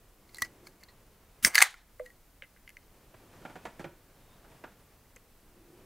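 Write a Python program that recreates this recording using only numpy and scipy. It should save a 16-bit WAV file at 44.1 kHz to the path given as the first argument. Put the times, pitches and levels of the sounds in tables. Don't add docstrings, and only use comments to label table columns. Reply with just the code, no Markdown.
import sys
import numpy as np
from scipy import signal
from scipy.fft import rfft, irfft, next_fast_len
from scipy.io import wavfile
from scipy.ndimage import uniform_filter1d, minimum_filter1d

SR = 44100
rng = np.random.default_rng(int(sys.argv[2]) if len(sys.argv) > 2 else 0)


def ratio_of_db(decibels):
    return 10 ** (np.asarray(decibels, float) / 20)


def store_wav(level_fs):
    pcm = np.round(np.clip(np.atleast_2d(level_fs), -1, 1) * 32767)
    wavfile.write(sys.argv[1], SR, pcm.T.astype(np.int16))


N = 257984


def rms_one(x):
    return x / np.sqrt(np.mean(x ** 2) + 1e-20)


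def peak_one(x):
    return x / np.max(np.abs(x))


def add(out, s, sound):
    i = round(s * SR)
    out[i:i + len(sound)] += sound[:N - i]


def high_pass(x, order, hz):
    return signal.sosfilt(signal.butter(order, hz, "high", fs=SR, output="sos"), x)


def in_time(rows):
    s, *columns = np.transpose(rows)
    return [np.interp(np.arange(N) / SR, s, c) for c in columns]


def at_hz(points, hz):
    point_hz, value = np.transpose(points)
    return np.interp(np.log(hz), np.log(point_hz), value)


def coloured(spectrum, size):
    fast = next_fast_len(size)
    hz = np.arange(fast // 2 + 1) * SR / fast + 1e-3
    inside = (hz > spectrum[0][0]) & (hz < spectrum[-1][0])
    white = rfft(rng.standard_normal(fast))
    return rms_one(irfft(white * ratio_of_db(at_hz(spectrum, hz)) * inside, fast)[:size])


def drift(rate):
    knots = rng.standard_normal(400)
    return np.interp(np.arange(N) / SR * rate, np.arange(400), knots)


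def swells(rows):
    t = np.arange(0, N / SR, .0005)
    power = 0
    for s, db, rise, fall in rows:
        power = power + ratio_of_db(2 * (db - np.where(t < s, rise * (s - t), fall * (t - s))))
    return np.interp(np.arange(N) / SR, t, 10 * np.log10(power + 1e-30))


def ring(force, hz, t60):
    r, w = ratio_of_db(-60 / (t60 * SR)), 2 * np.pi * hz / SR
    return signal.lfilter([0, np.sin(w)], [1, -2 * r * np.cos(w), r * r], force + 1e-18)


# frequency in Hz, level in dB.
LID_MODES = [(520, -6), (790, -2), (1100, -7.5), (1310, -2.5), (1480, -10.5), (1670, 2), (1860, -9.5),
             (2070, 9), (2280, -8), (2620, -4.5), (2900, -5.5)]
# frequency in Hz, level in dB.
RIM_MODES = [(4250, -5.5), (4650, -0.5), (5250, -3.5), (5900, -3), (6300, -0.5), (6880, -2.5), (7300, -2),
             (8000, -6), (8600, -4), (9500, -5), (10450, -5), (11350, -7), (12450, -8.5), (13450, -6.5)]
PANEL_TOP_HZ = 3100


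def lid(force, ring_s, centre_hz, edge_hz, chance, tilt_db=0):
    panel, rim = 0, 0
    strength_db, detune = 2.5 * chance[:2], 1 + .012 * chance[2:]
    for k, (hz, db) in enumerate(LID_MODES):
        near_db = -12.0 * np.log2(hz / centre_hz) ** 2
        panel = panel + ratio_of_db(db + near_db + strength_db[0, k]) * ring(force, hz * detune[0, k], ring_s)
    for k, (hz, db) in enumerate(RIM_MODES):
        gain = ratio_of_db(db + tilt_db * np.log2(hz / 7000) + strength_db[1, k]) * (-1) ** k
        rim_ring_s = ring_s * 0.38 * (6000 / hz) ** 0.098
        rim = rim + gain * ring(force, hz * detune[1, k], rim_ring_s)
    panel = signal.sosfilt(signal.butter(4, PANEL_TOP_HZ, fs=SR, output="sos"), panel)
    rim = rim + ratio_of_db(5.5) * np.diff(force, n=2, prepend=[0, 0])
    return high_pass([panel, rim], 6, edge_hz)


def contacts(rows, panel_at, ring_s, snap, dull_hz):
    out, t = np.zeros(N), np.arange(3000) / SR
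    soft = signal.butter(1, min(dull_hz, 20000), fs=SR, output="sos")
    for s, db, treble_db, contact_ms, tilt_db in rows:
        noise, chance = rng.standard_normal(3000), rng.standard_normal((4, 22))
        fade = np.exp(-(t * 750 / max(contact_ms, .05)) ** 1.5)
        force = signal.sosfilt(soft, np.where(t == 0, snap, noise) * fade)
        panel, rim = lid(force, ring_s, *panel_at(s, db), chance, tilt_db)
        add(out, s, ratio_of_db(db) * (peak_one(panel) + ratio_of_db(treble_db) * peak_one(rim)))
    return out


# start in seconds, lid peak in dB, treble above lid in dB, contact in ms, treble tilt in dB/octave.
VENT_CRACK = [
    (1.4481, -16, 6.5, 0.2, -3),
]


def vent_crack():
    return contacts(VENT_CRACK, lambda s, db: (1900, 1400), 0.011, snap=9.0, dull_hz=16000)


# start in seconds, lid peak in dB, treble above lid in dB, contact in ms, treble tilt in dB/octave.
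TEAR = [(1.5463, -24.5, 1.5, 5, -1.5), (1.5542, -18, 5, 0.66, 1.5), (1.5625, -21, -1, 2.9, 1.5),
        (1.5735, -28.5, 3, 2.8, -5), (1.5802, -17, 1.5, .7, -3), (1.5857, -19, -2.5, 2.3, -3.5),
        (1.6050, -20, -4.5, 1.5, -4), (1.6168, -13, -1.5, 3.5, -1), (1.6212, -8, -2.5, 0.72, -0.46),
        (1.6238, -6, 2.5, 1.4, -2.5), (1.6318, -21, 0.5, 2.1, -3.5), (1.6575, -29, -7.5, 1.9, -4.5),
        (1.7412, -43, -1.5, 1.2, -12.5)]


def tear():
    def slack_panel(s, db):
        return 1900, 640 * (1 - .05 * db)
    return contacts(TEAR, slack_panel, .0095, snap=13.0, dull_hz=16000)


# start in seconds,
# lid peak in dB, treble above lid in dB, contact in ms, treble tilt in dB/octave.
NAIL = [(0.293, -56, -9, 2.5, -5), (0.3455, -46, 5, .6, 1.5), (0.3567, -59, 12, 3.3, -23),
        (0.368, -50, 7, 3.5, -1.5), (0.3838, -44, 6, .7, 3), (0.4202, -30.5, 9, 2.2, 0.2),
        (0.4467, -44, -4, 10, -20), (0.6694, -41.5, 1, 1.7, -11), (0.8295, -48, -14, 3.1, -3),
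        (0.8344, -48.5, 5, 2, -1), (0.8864, -58, -14, 7.5, -4)]
BEND = [(1.8324, -61, -11, 0.88, -1.5), (2.0612, -50.5, 1.5, 1.87, 9), (2.1021, -54, -2, 1.64, 7),
        (2.4221, -32, -36, 0.45, 2), (2.4334, -46, -16, 11, 3.5), (2.5628, -55, -20, .6, -1.5),
        (2.572, -53, -17, .6, -3), (2.6764, -43, -9, 1.5, -.7), (2.692, -50.5, 5.5, 1.8, 11),
        (2.7028, -47, -3, 1.5, 10), (2.7686, -38.5, -11.5, 1.1, 1), (2.8292, -58.5, -3.5, 1.9, -1.5)]
TOUCH = [
    (1.9963, -46, -7, 2.1, 8),
    (5.1613, -51, 2, 2.14, 9.5),
    (5.1652, -47.5, -15.5, 0.37, -3),
    (5.1671, -49, -13, 0.44, -3),
    (5.1693, -48, -13, .4, -3),
]


def finger_taps():
    nail = contacts(NAIL, lambda s, db: (2200, 290), 0.014, snap=4.0, dull_hz=15000)
    bend = contacts(BEND, lambda s, db: (2250, 1510), 0.02, snap=11.6, dull_hz=7190)
    touch = contacts(TOUCH, lambda s, db: (1950, 1080), .011, snap=3.8, dull_hz=9000)
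    return nail + bend + touch


# start in seconds, rms at the start in dB, decay in ms.
SNAPS = [(.3455, -46, 1.2), (.3685, -52, 4), (.3838, -44, 1.2), (.4208, -31, 2), (1.4481, -13, 1.6),
         (1.4503, -21, 2), (1.5463, -30, 3), (1.5542, -18, 1.8), (1.5625, -30, 2.5), (1.5802, -21, 1.5),
         (1.586, -26, 3), (1.6052, -28, 2), (1.6168, -22, 3), (1.6208, -20, 2), (1.6236, -12.5, 2.2),
         (1.632, -29, 5), (1.6415, -34, 3)]


def snaps():
    out, t = np.zeros(N), np.arange(1500) / SR
    band = signal.butter(2, [3700, 11500], "band", fs=SR, output="sos")
    for s, db, ms in SNAPS:
        burst = rms_one(signal.sosfilt(band, rng.standard_normal(1500)))
        add(out, s, ratio_of_db(db) * burst * np.exp(-t * 1000 / ms))
    return out


# peak time in seconds, peak in dB, rise in dB/s, fall in dB/s.
RUBS = [(0.3, -81, 650, 300), (0.36, -66, 301, 260), (.4205, -42, 3000, 1300), (0.39, -62, 900, 500),
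        (0.45, -57, 153, 700), (0.67, -57.5, 1800, 650), (0.81, -70, 1100, 600), (2.058, -67, 500, 400),
        (0.663, -66, 700, 400)]
STRAIN = [
    (1.475, -45.5, 401.5, 91),
    (1.55, -37, 901, 249),
    (1.585, -38.5, 400, 297),
    (1.63, -35, 399, 400),
]
RUB_TREBLE_DB, STRAIN_TREBLE_DB = 3.5, -9
HANDS_OFF_S, SLIPS_PER_S = 2.3, 2500


def grind():
    size = round(HANDS_OFF_S * SR)
    sizes = ratio_of_db(4.5 * np.minimum(rng.exponential(1, size), 3)) * rng.choice([-1, 1], size)
    slips = sizes * (rng.random(size) < SLIPS_PER_S / SR)
    panel, rim = lid(slips, 0.019, 1600, 460, np.zeros((4, 22)))
    rub, strain = ratio_of_db(swells(RUBS)[:size]), ratio_of_db(swells(STRAIN)[:size])
    treble = rub * ratio_of_db(RUB_TREBLE_DB) + strain * ratio_of_db(STRAIN_TREBLE_DB)
    return np.pad((rub + strain) * rms_one(panel) + treble * rms_one(rim), (0, N - size))


# time in seconds, jet level in dB.
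VENT = [
    (1.421, -103),
    (1.427, -43),
    (1.446, -31.5),
    (1.451, -22.5),
    (1.468, -26.5),
    (1.480, -30.5),
    (1.491, -46),
    (1.52, -57.5),
    (1.56, -76.5),
]
# frequency in Hz, level in dB per Hz.
LEAK = [(300, -26), (800, -20), (1400, -1.5), (3000, -2.5), (4500, -5.5), (7000, -1.5), (10000, -1.5),
        (16000, -2.5)]
JET = [(760, -35), (1300, -7), (2170, -4.5), (3640, -18), (4540, -13), (5900, -7.5), (6220, -4.5),
       (6910, -15), (8700, -1), (11200, -15.5), (12800, -13), (16000, -12)]
# peak time in seconds, peak in dB, rise in dB/s, fall in dB/s.
GURGLE = [
    (1.468, -41, 1200, 500),
]
PUFF_DB, PUFF_FOLLOWS, PUFF_LAG_S = -41, 0.77, 0.0016


def vent():
    jet_db, = in_time(VENT + [(VENT[-1][0] + .02, -120)])
    puff_db = PUFF_DB + PUFF_FOLLOWS * (np.roll(jet_db, round(PUFF_LAG_S * SR)) + 24.5)
    before_crack = np.arange(N) < VENT_CRACK[0][0] * SR
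    jet = np.where(before_crack, coloured(LEAK, N), coloured(JET, N))
    puff = coloured([(30, -6), (95, -10), (200, -6.5), (330, -14), (600, -28)], N)
    gurgle = ratio_of_db(swells(GURGLE)) * coloured([(300, -3), (600, -1.5), (1200, -4)], N)
    return ratio_of_db(jet_db) * jet + ratio_of_db(puff_db) * puff + gurgle


# frequency in Hz, level in dB per Hz.
FIZZ = [(260, -56.5), (450, -26), (792, -6.5), (1180, -13), (1880, -3), (2770, -13.5), (3900, -9.5),
        (5170, -17), (9520, -12.5), (13800, -22), (16300, -30)]
FROTH_START_S, FROTH_START_MS, FROTH_PEAK_S = 1.515, 45, 1.625
PATCHY_DB, SPLIT_HZ, TREBLE_LOSS_DB_PER_S = 3.5, 7300, 120


def froth():
    t = np.arange(N) / SR
    start = np.clip((t - FROTH_START_S) * 1000 / FROTH_START_MS, 0, 1) ** 2
    fizz = coloured(FIZZ, N)
    low = signal.sosfiltfilt(signal.butter(2, SPLIT_HZ, fs=SR, output="sos"), fizz)
    treble_db = PATCHY_DB * drift(90) - TREBLE_LOSS_DB_PER_S * np.maximum(t - FROTH_PEAK_S, 0)
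    fizz = ratio_of_db(PATCHY_DB * drift(66)) * low + ratio_of_db(treble_db) * (fizz - low)
    level_db = swells([(FROTH_PEAK_S, -32.5, 102.5, 190)])
    return start * ratio_of_db(level_db) * fizz


def lone_modes(rows, rise_ms, curve, edge_hz, rough_hz=0, glide_per_s=0):
    out, t = np.zeros(N), np.arange(12000) / SR
    for s, db, hz, t60 in rows:
        envelope = (1 - np.exp(-t * 1000 / rise_ms)) * ratio_of_db(-60 * (t / t60) ** curve)
        wander = np.cumsum(rng.standard_normal(len(t))) * np.sqrt(2 * np.pi * rough_hz / SR)
        tone = np.sin(2 * np.pi * hz * t * (1 + glide_per_s * t) + wander)
        add(out, s, ratio_of_db(db) * high_pass(envelope * tone, 4, edge_hz))
    return out


# start in seconds, peak in dB, frequency in Hz, t60 in seconds.
TWANG = [(.3842, -34.5, 1950, 0.049), (.4205, -23.5, 1948, 0.056), (.4205, -30.5, 1954, 0.11),
         (.669, -40, 2240, 0.024), (2.0595, -45, 1910, 0.097), (2.1025, -51, 1900, 0.054),
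         (2.768, -39, 2080, 0.03), (.886, -54, 1927, 0.066), (1.9958, -35, 2030, .012),
         (1.9962, -44, 1600, .015)]
OVERTONE = [
    (.29, -60.5, 4260, 0.036),
    (.3458, -41, 4070, 0.017),
    (.4215, -25, 4160, 0.016),
    (.835, -50.5, 4414, 0.032),
    (.884, -57, 4150, 0.078),
]


def tab_tones():
    twang = lone_modes(TWANG, rise_ms=1, curve=1, edge_hz=900)
    return twang + lone_modes(OVERTONE, rise_ms=0.3, curve=1.4, edge_hz=1500, rough_hz=232)


# start in seconds, peak in dB, frequency in
# Hz, t60 in seconds.
VENT_CRACK_MODES = [(1.4481, -11.5, 1720, .014), (1.4482, -8, 2106, .014), (1.4481, -16, 2780, .007),
                    (1.4481, -6, 5400, .01), (1.4492, -15, 4600, .011), (1.4481, -10, 6250, .008),
                    (1.4481, -13, 7350, .008), (1.4481, -14, 9200, .007), (1.4504, -17, 8200, .006),
                    (1.4555, -25, 2050, .028)]
PINGS = [(2.006, -55, 2100, .03), (2.4225, -49, 2884, 0.019), (2.6766, -50, 2928, 0.009),
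         (2.6922, -52, 2928, .009), (2.7688, -49, 2880, .01), (1.605, -17, 1670, 0.014),
         (1.605, -17, 2070, 0.012), (1.5543, -13, 2045, 0.016), (1.5802, -13, 2075, 0.016),
         (5.165, -57.5, 2510, 0.021), (1.9965, -44.5, 1160, 0.018), (.446, -48, 5370, .02),
         (.4215, -33, 6050, 0.021), (1.5465, -25, 1710, .02), (1.5465, -24, 4690, .014),
         (1.5543, -12, 4560, 0.0095), (1.5543, -15, 1660, .018), (1.5545, -19.5, 10380, .006),
         (1.5545, -19, 13460, .006), (1.5625, -29, 9570, .013), (1.5625, -27, 10700, .008),
         (1.5725, -30.5, 4350, .03), (1.5735, -31, 6870, .015), (1.5735, -31.5, 1614, .04),
         (1.5802, -11, 1680, 0.016), (1.5801, -15, 4530, 0.011), (1.586, -16, 1680, .02),
         (1.5853, -17, 6310, 0.013), (1.6052, -26, 6390, .012), (1.617, -10, 2013, .017),
         (1.6172, -21.5, 5990, .015), (1.6172, -23, 9450, .015), (1.6212, -6, 2110, .012),
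         (1.6205, -18, 7280, .014), (1.6236, -4, 2090, 0.009), (1.6239, -7, 8610, 0.011),
         (1.624, -11, 7300, .008), (1.6238, -13, 4680, .008), (1.632, -22, 2067, .018),
         (1.657, -35, 1290, .035), (1.7412, -46, 1356, .03), (2.692, -50, 2121, .03),
         (5.1613, -48.5, 6500, .012), (5.1613, -56, 7560, .02)]
TAP_MODES = [(.3578, -47, 4100, .012), (.3705, -48, 4150, .014), (.3845, -46, 7250, .014),
             (.3843, -42, 10100, .007), (.3456, -45, 11700, .006), (2.0612, -55, 2750, .015),
             (2.0612, -57, 4150, .012), (2.4223, -43, 2400, .009), (2.4345, -50, 2380, .02),
             (2.6766, -49, 2450, .008), (2.6922, -51, 2600, .008), (2.7688, -45, 2480, .01),
             (2.563, -56, 1500, .012), (2.6766, -56, 4600, .012), (2.7688, -57, 4750, .01)]
TEAR_MODES = [(1.556, -27, 6400, .02), (1.5575, -25, 4700, .008), (1.5868, -22, 4400, .012),
              (1.5878, -28, 8150, .011), (1.5862, -28, 9800, .007), (1.6237, -15, 2900, .007),
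              (1.6212, -17, 2480, .008), (1.6205, -24, 3720, .012), (1.6195, -24, 1085, .02),
              (1.6322, -30, 7250, .012), (1.6322, -31, 9400, .01), (1.6405, -27, 2000, .012),
              (1.647, -34, 2050, .022), (1.6052, -25, 4400, .008), (1.6215, -22, 560, .03),
              (1.5885, -19, 1950, .012), (1.6075, -23, 1900, .008)]


def lid_pings():
    crack = lone_modes(VENT_CRACK_MODES, rise_ms=.12, curve=1.2, edge_hz=1350, rough_hz=25.0)
    pings = PINGS + TAP_MODES + TEAR_MODES
    return crack + lone_modes(pings, rise_ms=.2, curve=1.45, edge_hz=950, rough_hz=110.0)


# start in seconds, peak in dB, frequency in Hz, t60 in seconds.
AIR = [
    (1.619, -21.5, 783, 0.036),
    (1.6195, -29, 433, 0.02),
    (1.9975, -34.5, 502, 0.15),
    (1.9983, -31, 607.5, 0.049),
    (2.424, -47, 540, 0.041),
    (5.161, -52, 503, 0.056),
]


def can_air():
    return lone_modes(AIR, rise_ms=2.1, curve=1.2, edge_hz=300)


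# start in seconds, peak in dB, frequency in Hz, t60 in seconds.
BODY = [(.4205, -43, 102, 0.039), (.4205, -44, 252, 0.033), (.4205, -47, 667, 0.028),
        (.4205, -27, 1140, 0.014), (1.4475, -30, 190, .015), (3.857, -43, 150, 0.084),
        (3.86, -44.5, 340, .08), (3.665, -46, 230, .06), (4.639, -50, 950, .04), (4.641, -56, 1200, .035),
        (4.64, -49, 600, .04), (4.66, -59, 1180, .04), (3.14, -51, 640, .03), (3.846, -48, 1450, .03)]


def bodies():
    return lone_modes(BODY, rise_ms=0.19, curve=1.4, edge_hz=40)


# start in seconds, peak in dB, frequency in Hz, t60 in seconds.
GLASS = [
    (4.0, -69.5, 4450, 0.12),
    (4.29, -63, 3540, 0.23),
    (4.2, -66, 3550, .2),
]


def glass():
    return lone_modes(GLASS, rise_ms=22.2, curve=1.4, edge_hz=1500, rough_hz=116, glide_per_s=0.4)


# start in seconds, peak in dB, band above 2 kHz in dB, slip in ms,
# struck part of the frame in Hz.
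KNOCKS = [(0.92, -66, -21, 4.9, 891), (3.141, -47, -19, 3.9, 650), (3.417, -51, -12, 7.2, 687),
          (3.45, -33, -26, 6.1, 587), (3.498, -43.5, -22, 7.4, 1152), (3.555, -35.5, -21, 8, 624),
          (3.652, -29.5, -16.5, 7.3, 936), (3.692, -55, -22, 6.7, 1110), (3.794, -33.5, -17.5, 8, 565),
          (3.842, -31.5, -24, 6, 956), (4.443, -50, -24, 8.7, 614), (4.515, -53, -13, 6.5, 587),
          (4.638, -36, -26, 5.5, 700), (4.719, -61.5, -12, 9.6, 495), (4.661, -51.5, -27.5, 9, 1200)]
# frequency in Hz, width in Hz, level in dB.
CHAIR = [(151.7, 16.3, 0), (348, 14.6, -6), (495, 230, -24), (737, 1400, 15.5), (1108, 190, 7),
         (1440, 500, 1.5), (1830, 2900, -2), (2130, 300, -39), (3400, 980, -13)]


def chair():
    out, t = np.zeros(N), np.arange(6000) / SR
    edge = signal.butter(2, [1800, 9000], "band", fs=SR, output="sos")
    for s, db, bright_db, slip_ms, part_hz in KNOCKS:
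        noise, spread_db = rng.standard_normal(6000), 1.5 * rng.standard_normal(12)
        fade = np.exp(-(t * 1000 / max(2.58 * slip_ms, 1)) ** 1.8)
        force = noise * np.minimum(t / 0.00084, 1) * fade
        frame = 0
        for k, (hz, width, level_db) in enumerate(CHAIR):
            near_db = -0.56 * np.log2(hz / part_hz) ** 2
            gain = ratio_of_db(level_db + spread_db[k] + near_db) * np.sqrt(width) * (-1) ** k
            frame = frame + gain * ring(force, hz, 2.12 / width)
        frame = high_pass(frame, 2, 110)
        bright = peak_one(signal.sosfilt(edge, force))
        add(out, s, ratio_of_db(db) * (peak_one(frame) + ratio_of_db(bright_db) * bright))
    return out


# peak time in seconds, peak in dB, rise in dB/s, fall in dB/s.
MOVES = [(.57, -63, 27, 39), (1.35, -65.5, 6, 13.5), (3.5, -55, 23, 42), (3.82, -54, 330, 249.5),
         (3.67, -57, 200, 120.5), (4.55, -61, 11.5, 15.5), (5.85, -61.5, 23, 18)]
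SHIFTS = [
    (.66, -60, 30, 99),
    (3.36, -64.5, 40, 60.5),
    (3.87, -56.5, 200, 128.5),
    (5.7, -60.5, 42, 15),
]
# frequency in Hz, level in dB per Hz.
CLOTH = [(90, 5), (200, 0.5), (340, -2.5), (480, -1), (700, -5), (1200, -9.5), (2000, -27.5)]
CLOTH_BRIGHT = [(900, -12), (1500, -4.5), (2600, -7), (4000, -12.5), (8000, -16), (14000, -22)]
STILL_DB, BRIGHT_DB, BRIGHT_FOLLOWS = -75, -68.5, 0.96
SEAT_HUM_HZ, SEAT_HUM_WIDTH_HZ = 344, 67


def clothes():
    low_db = 20 * np.log10(np.hypot(ratio_of_db(swells(MOVES)), ratio_of_db(STILL_DB)))
    bright_db = BRIGHT_DB + BRIGHT_FOLLOWS * (low_db + 61.5)
    seat = rms_one(ring(rng.standard_normal(N), SEAT_HUM_HZ, 2.2 / SEAT_HUM_WIDTH_HZ))
    hum = ratio_of_db(swells(SHIFTS)) * seat
    flutter_db = 1.5 * drift(30)
    low = np.array([coloured(CLOTH, N), 0.044 * coloured(CLOTH, N)])
    bright = np.array([coloured(CLOTH_BRIGHT, N), 0.24 * coloured(CLOTH_BRIGHT, N)])
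    mid, side = ratio_of_db(low_db + flutter_db) * low + ratio_of_db(bright_db + flutter_db) * bright
    return mid + hum + side * np.array([[1], [-1]])


# frequency in Hz, level in dB per Hz.
FLOOR = [(15, -2), (28, 2), (60, -5.5), (130, -13), (400, -20.5), (1600, -25.5), (3300, -31), (6300, -32),
         (13000, -30.5), (15800, -28)]
# frequency in Hz, side minus mid in dB.
FLOOR_SIDE = [(60, -23), (110, -17.5), (200, -20), (380, -16), (700, -11.5), (1290, -17), (2380, -11.5),
              (4400, -6), (8120, -6.5), (15000, -8)]
FLOOR_DB = -62


def floor():
    hz = np.arange(N // 2 + 1) * SR / N + 1
    side = irfft(rfft(coloured(FLOOR, N)) * ratio_of_db(at_hz(FLOOR_SIDE, hz)), N)
    return ratio_of_db(FLOOR_DB) * (coloured(FLOOR, N) + side * np.array([[1], [-1]]))


# frequency in Hz, level in dB.
SPREAD = [(60, -25.5), (250, -14), (550, -15.5), (1200, -23.5), (4000, -18), (9000, -15.5), (14000, -10)]
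SPREAD_MS = 3.0


def capsules(x):
    hz = np.arange(N // 2 + 1) * SR / N + 1
    scatter = rng.standard_normal(900) * np.exp(-np.arange(900) / SR * 1000 / SPREAD_MS)
    scatter = scatter / np.sqrt(np.sum(scatter ** 2))
    side = irfft(rfft(x) * rfft(scatter, N) * ratio_of_db(at_hz(SPREAD, hz)), N)
    return x + side * np.array([[1], [-1]])


# frequency in Hz, t60 in seconds.
ROOM_T60 = [(150, 0.12), (1000, 0.28), (4000, 0.28), (8000, 0.21), (14000, 0.07)]


def room(x, delay_s, width):
    t, tail = np.arange(16000) / SR, 0
    for hz in 180 * 2. ** np.arange(7):
        band = signal.butter(2, [hz / np.sqrt(2), hz * np.sqrt(2)], "band", fs=SR, output="sos")
        noise = signal.sosfilt(band, rng.standard_normal((2, 16000)))
        tail = tail + noise * ratio_of_db(-60 * t / at_hz(ROOM_T60, hz))
    tail = tail * np.clip(t / delay_s, 0, 1) ** 2
    tail = tail / np.sqrt(np.sum(tail ** 2) / 2)
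    mid, side = signal.fftconvolve(x[None], tail, axes=1)[:, :N]
    return mid + width * side * np.array([[1], [-1]])


DUCK_S, DUCK_ATTACK_S, DUCK_HOLD_S, DUCK_RELEASE_S = 1.4, 0.05, 0.15, 0.33
DUCK_DB, SETTLES_DB = -17.5, 0.5


def ducking():
    s = DUCK_S + np.cumsum([0, DUCK_ATTACK_S, DUCK_HOLD_S, DUCK_RELEASE_S])
    return in_time(np.transpose([s, [0, 1, 1, 0], [0, 0, 0, 1]]))


def scene():
    can = vent_crack() + tear() + finger_taps() + snaps() + grind() + vent() + froth()
    tones = tab_tones() + lid_pings() + can_air() + bodies() + glass()
    seat = chair()
    near = capsules(can + tones) * ratio_of_db(np.array([[-.3], [.3]])) + ratio_of_db(-24.5) * room(can, 0.0057, 0.27)
    far = capsules(seat) * ratio_of_db(np.array([[-.6], [.6]])) + ratio_of_db(-14.0) * room(seat, 0.019, 0.025)
    down, back = ducking()
    rustle = ratio_of_db(DUCK_DB * down) * clothes()
    background = ratio_of_db(0.37 * DUCK_DB * down + SETTLES_DB * back) * floor()
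    return near + far + rustle + background


def band_limit(x):
    return signal.sosfilt(signal.butter(12, 16660, fs=SR, output="sos"), x)


def record(dry):
    x = signal.sosfilt(signal.cheby2(12, 70, 16900, fs=SR, output="sos"), dry)
    size = round(5 * SR / 1000) // 2 * 2 + 1
    needed = 1 / np.maximum(np.abs(x).max(axis=0), 1)
    gain = uniform_filter1d(minimum_filter1d(needed, size), size)
    return band_limit(x * gain)


dry = scene()
out = record(dry)
store_wav(out)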